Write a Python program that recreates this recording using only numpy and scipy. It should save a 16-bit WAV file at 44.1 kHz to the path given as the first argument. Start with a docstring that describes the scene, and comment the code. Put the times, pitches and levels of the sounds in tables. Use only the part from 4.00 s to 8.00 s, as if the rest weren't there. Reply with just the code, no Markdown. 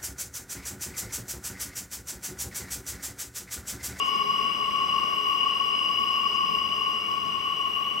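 """From the start, a train out of sight beyond a tunnel mouth grinds round a bend, its wheels squealing
in three modes over its drone and rolling noise. Each path to the listener has its own Doppler shift,
so every mode is a beating cluster of tones. Faint rustles sound nearby in the first 0.2 s. From about
2 s to 3.3 s a bird gives five thin chirps, and towards the end at 4 s the highest mode dies away.
A camera's own whine and hiss lie underneath throughout."""
import sys
import numpy as np
from scipy import signal
from scipy.fft import rfft, irfft
from scipy.io import wavfile
from scipy.ndimage import uniform_filter1d

SR = 44100
rng = np.random.default_rng(int(sys.argv[2]) if len(sys.argv) > 2 else 0)


def output_pcm(signal):
    """Save a mono or channel-first signal as 16-bit PCM at the path in sys.argv[1].

    Samples are clipped to [-1, 1] before scaling.
    """
    pcm = np.clip(np.atleast_2d(signal).T, -1, 1) * 32767
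    wavfile.write(sys.argv[1], SR, np.round(pcm).astype(np.int16))


N = 176400

# squealing wheel modes (frequency [Hz], gain [dB], scattered paths [dB], rasp centre [Hz],
# rasp width [Hz], rasp level [dB])
LOW_MODE = (1118, 2.5, -4, 1104, 76.5, -7.5)
MID_MODE = (2886, 1.22, -1, 2872, 230, -6.5)
HIGH_MODE = (5015, 0.5, -1.5, 4986, 230, -0.5)
# envelope of each squealing mode (time [s], level [dB])
LOW_ENVELOPE = [(0, -31.5), (0.3, -29), (0.52, -32), (1.0, -29.0), (1.17, -33), (1.32, -29.5), (1.58, -31),
                (1.92, -32.5), (2.08, -31.5), (2.5, -30.0), (2.72, -34.5), (2.85, -31.5), (3.03, -36.5),
                (3.16, -32), (3.3, -34.0), (3.75, -33), (4, -37.5)]
MID_ENVELOPE = [(0, -30), (0.27, -34.5), (0.42, -31), (0.68, -34.0), (0.88, -31.5), (1.15, -32.5),
                (1.42, -28), (1.62, -31), (1.8, -29), (2.3, -30), (2.6, -31), (2.85, -31.0), (3.2, -34.5),
                (3.8, -31.5), (4, -32.5)]
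HIGH_ENVELOPE = [(0, -48), (0.15, -46.5), (0.7, -51), (0.95, -48.5), (1.3, -52), (1.9, -47), (2.45, -47),
                 (3.0, -51.5), (3.5, -55.5), (3.72, -61.0), (4, -65)]
# weakly driven wheel resonances and overtones (frequency [Hz], width [Hz], level [dB])
WEAK_MODES = [(1967, 170, -56.5), (2201, 40, -55), (2257, 22, -54.5), (2236, 155, -53), (2433, 180, -58),
              (3307, 210, -54.5), (3950, 65, -64), (5570, 140, -68.5), (5760, 90, -62), (5926, 250, -59.5),
              (7820, 210, -66.5)]
# strongest paths (cosine of the angle to the direction of travel [-], relative level [dB])
PATHS = [(-.98, -8.5), (-.55, -10), (.32, -9.5), (.86, -11)]
# drone resonances (frequency [Hz], width [Hz], level [dB], decay [dB/s])
DRONE_MODES = [(66.5, 14, -64, 0.5), (104, 24, -62.5, -2), (165.7, 24, -58, 0), (209, 36, -52.5, 0.2),
               (315, 27, -60, -0.5), (418, 21, -52.5, 1.5), (603, 27, -60.5, 1.), (680, 27, -65.5, -1)]
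# envelope of the lower drone (time [s], gain [dB])
LOW_DRONE_ENVELOPE = [(0, 2), (.25, 2), (.45, 2), (1., 2.5), (1.25, -1.5), (1.8, -6.5), (2., 2.5),
                      (2.25, -3), (2.52, 5.5), (3.1, -1.5), (3.26, 5), (3.5, -0.5), (4, -2)]
# rolling noise (frequency [Hz], relative spectral level [dB])
ROLLING_SPECTRUM = [(20, -28), (45, -6.5), (130, -8), (230, -0.5), (440, -1), (520, -6), (700, -4.5),
                    (850, -4), (1000, -3), (1300, -2), (1700, -11.5), (2600, -9), (3600, -19.5),
                    (4600, -17), (6000, -20), (6600, -30.5), (7400, -30.5), (8300, -27), (9500, -40),
                    (16000, -59)]
# bird chirps (onset [s], duration [s], start frequency [Hz], end frequency [Hz], level [dB])
CHIRPS = [(1.975, 0.041, 8500, 6700, -63), (2.105, .03, 7900, 6500, -64), (2.187, 0.066, 7900, 6360, -65),
          (2.323, 0.055, 7260, 6300, -61), (3.255, .045, 7400, 6600, -67)]
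# rustles and a tick (onset [s], duration [s], centre [Hz], width [Hz], level [dB])
RUSTLES = [(.025, .085, 6540, 2800, -52), (.035, 0.1, 12000, 7000, -57), (.156, 0.0029, 6640, 2000, -42)]
# camera whine: a sustained group of tones and two that swell (frequency [Hz], level [dB])
WHINE_SUSTAINED = [(5776, -74), (7768, -80), (8156, -87), (11671, -80), (11714, -78), (12882, -85),
                   (14540, -79), (14578, -85), (14761, -83)]
WHINE_LOW = [(8365, -12), (8390, -10), (8586, 0.5), (8790, -15)]
WHINE_HIGH = [(12290, -8), (12355, -5), (12414, 0)]
# envelopes of the swelling groups (time [s], gain [dB])
WHINE_LOW_ENVELOPE = [(0, -74), (0.5, -71.0), (1.0, -72), (1.38, -77), (1.52, -70.0), (1.85, -68),
                      (1.97, -71), (2.7, -83), (3.0, -74.0), (3.2, -84), (4, -77.0)]
WHINE_HIGH_ENVELOPE = [(0, -72), (0.35, -65), (0.5, -70), (1.0, -71), (1.15, -64.5), (1.32, -63),
                       (1.45, -74), (1.6, -67.0), (1.76, -72.0), (2.0, -64), (2.2, -68), (2.58, -66),
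                       (2.7, -71.0), (2.93, -65), (3.15, -70.0), (3.6, -69.5), (3.77, -63), (4, -74)]
# camera hiss (frequency [Hz], relative spectral level [dB])
HISS_SPECTRUM = [(1000, 3), (6500, -2.5), (7200, -2), (9000, -2.5), (11000, 0), (12400, -1), (13200, -3),
                 (14500, 2.5), (15700, -4)]
# two microphone ports (frequency [Hz], left minus right [dB], left phase lead [rad], coherence [0-1])
PORTS = [(30, 6, .3, .2), (79, -9, 0.75, 0.28), (164, -2.5, 1.2, 0.78), (220, -1.3, 1.1, 0.89),
         (310, -1, 1.18, 0.81), (423, 2, 1.06, 0.97), (610, 4, 0.96, 0.72), (1120, 6, 1.72, 0.68),
         (1430, 6.5, 1.8, .17), (1900, 6, -1.05, 0.2), (2830, 5.5, -0.92, 0.64), (4000, 4, -0.17, 0.3),
         (5040, 1.1, -.59, 0.77), (6200, 1, 0.57, 0.9), (8900, 0, -0.44, 1)]

TRAIN_SPEED_M_S, SOUND_SPEED_M_S = 9.7, 343
PATH_WANDER_HZ, PATH_FADING_DB = 4.014, 2
DRONE_SPLIT_HZ = 280
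ROLLING_DB, ROLLING_DECAY_DB_PER_S, ROLLING_SWELL_DB = -42, 0.73, 0.5
WHINE_FLICKER_DB, HISS_DB, CUTOFF_HZ = 3, -58, 15720


def squeal():
    """Friction excitation: three wheel modes swell and sink as the flanges bite; weaker ones ring too."""
    weak = sum(undb(db) * resonance(hz, width) for hz, width, db in WEAK_MODES)
    low = curve(LOW_ENVELOPE) * wheel_mode(*LOW_MODE)
    mid = curve(MID_ENVELOPE) * wheel_mode(*MID_MODE)
    high = curve(HIGH_ENVELOPE) * wheel_mode(*HIGH_MODE)
    return low + mid + high + fade(db_per_s=0.9) * weak


def wheel_mode(hz, gain_db, scatter_db, rasp_hz, rasp_width_hz, rasp_db):
    """Multipath Doppler shift splits a mode into beating tones; the slipping contact adds a rasp."""
    max_shift_hz = hz * TRAIN_SPEED_M_S / SOUND_SPEED_M_S
    strong = 0
    for cosine, db in PATHS:
        path_gain = undb(db + PATH_FADING_DB * drift(5.5))
        strong += path_gain * tone(hz + max_shift_hz * cosine, PATH_WANDER_HZ, rate_hz=13.3)
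    # many weak paths fill the band between the Doppler limits
    scatter = noise(1 / (1 + ((bins() - hz) / (1.12 * max_shift_hz)) ** 20))
    rasp = resonance(rasp_hz, rasp_width_hz)
    cluster = strong + undb(scatter_db) * scatter + undb(rasp_db) * rasp
    running_rms = np.sqrt(uniform_filter1d(cluster ** 2, size=SR // 6))
    return undb(gain_db) * cluster / running_rms  # evens out slow swells, keeps fast beats


def drone():
    """Resonance: the train hums in narrow noise bands, the lower ones swelling together."""
    envelope = curve(LOW_DRONE_ENVELOPE)
    hum = 0
    for hz, width, db, decay in DRONE_MODES:
        band = undb(db) * fade(decay) * resonance(hz, width)
        hum += band * envelope if hz < DRONE_SPLIT_HZ else band
    return hum


def rolling():
    """Attenuation with distance: broadband rolling noise fades as the train moves off."""
    level_db = ROLLING_DB - ROLLING_DECAY_DB_PER_S * times() + ROLLING_SWELL_DB * drift(3.7)
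    return undb(level_db) * noise(undb(over_bins(ROLLING_SPECTRUM)[0]))


def bird():
    """Frequency modulation: each chirp of a small, distant bird is a wavering downward glide."""
    song = 0
    for onset, duration, start_hz, end_hz, db in CHIRPS:
        glide_hz = np.interp(times(), [onset, onset + duration], [start_hz, end_hz])
        song += undb(db) * arch(onset, duration) * tone(glide_hz, wander_hz=198, rate_hz=410)
    return song


def rustles():
    """Transients: short bursts of band noise are heard as faint dry rustles and a tick close by."""
    return sum(undb(db) * arch(onset, duration) * resonance(hz, width)
               for onset, duration, hz, width, db in RUSTLES)


def whine(tones):
    """Random modulation: thin tones flicker in level and waver in pitch."""
    return sum(undb(db + WHINE_FLICKER_DB * drift(16)) * tone(hz, wander_hz=6, rate_hz=22)
               for hz, db in tones)


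def camera():
    """Self-noise: the camera adds a line spectrum of whine to a continuous spectrum of hiss."""
    low = curve(WHINE_LOW_ENVELOPE) * whine(WHINE_LOW)
    high = curve(WHINE_HIGH_ENVELOPE) * whine(WHINE_HIGH)
    sustained = whine(WHINE_SUSTAINED)
    hiss = undb(HISS_DB) * noise(undb(over_bins(HISS_SPECTRUM)[0]))
    return low + high + fade(db_per_s=0.54) * (sustained + hiss)


def microphone_ports(first, second):
    """Partial coherence: two independent signals mix into partly alike left and right channels."""
    balance_db, lead_rad, coherence = over_bins(PORTS)
    left = rfft(first)
    right = (coherence * left + np.sqrt(1 - coherence ** 2) * rfft(second)) * np.exp(-1j * lead_rad)
    return irfft(np.array([left * undb(balance_db / 2), right * undb(-balance_db / 2)]), N)


def undb(db):
    """Amplitude ratio of a level in decibels."""
    return 10 ** (np.asarray(db) / 20)


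def times():
    """Time of each sample in s."""
    return np.arange(N) / SR


def bins():
    """Frequency of each Fourier bin in Hz."""
    return np.arange(N // 2 + 1) * SR / N


def curve(rows):
    """Amplitude envelope through points of (time [s], level [dB])."""
    return undb(np.interp(times(), *np.array(rows).T))


def fade(db_per_s):
    """Exponential decay, with unit gain at the middle of the scene."""
    return undb(db_per_s * (times().mean() - times()))


def arch(onset, duration):
    """Half-sine envelope."""
    return np.sin(np.pi * np.clip((times() - onset) / duration, 0, 1))


def over_bins(rows):
    """Interpolation of each column onto the bins, along log frequency."""
    hz, *columns = np.array(rows).T
    return [np.interp(np.log(bins() + 1), np.log(hz), column) for column in columns]


def noise(gain):
    """Spectral shaping: white noise weighted by a gain per bin, then scaled to rms 1."""
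    shaped = irfft(rfft(rng.standard_normal(N)) * gain, N)
    return shaped / np.sqrt(np.mean(shaped ** 2))


def resonance(hz, width_hz):
    """Forced response of two like resonators in series to white noise, at rms 1."""
    return noise(1 / (1 + ((bins() - hz) / width_hz * 2) ** 2))


def drift(rate_hz):
    """Random fluctuation: low-pass noise of rms 1."""
    return noise(np.exp(-(bins() / rate_hz) ** 2))


def tone(hz, wander_hz, rate_hz):
    """Phase as the integral of frequency: a sine of rms 1 whose pitch wanders."""
    cycles = rng.random() + np.cumsum(hz + wander_hz * drift(rate_hz)) / SR
    return np.sqrt(2) * np.sin(2 * np.pi * cycles)


def scene():
    """Superposition: the train in stereo, with the small sounds identical in both channels."""
    first, second = (squeal() + drone() + rolling() for _ in range(2))
    return microphone_ports(first, second) + bird() + rustles() + camera()


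def record(dry):
    """Band limiting: a steep elliptic low-pass removes the highest treble."""
    return signal.sosfilt(signal.ellip(12, .2, 80, CUTOFF_HZ, fs=SR, output="sos"), dry)


dry = scene()
out = record(dry)
output_pcm(out)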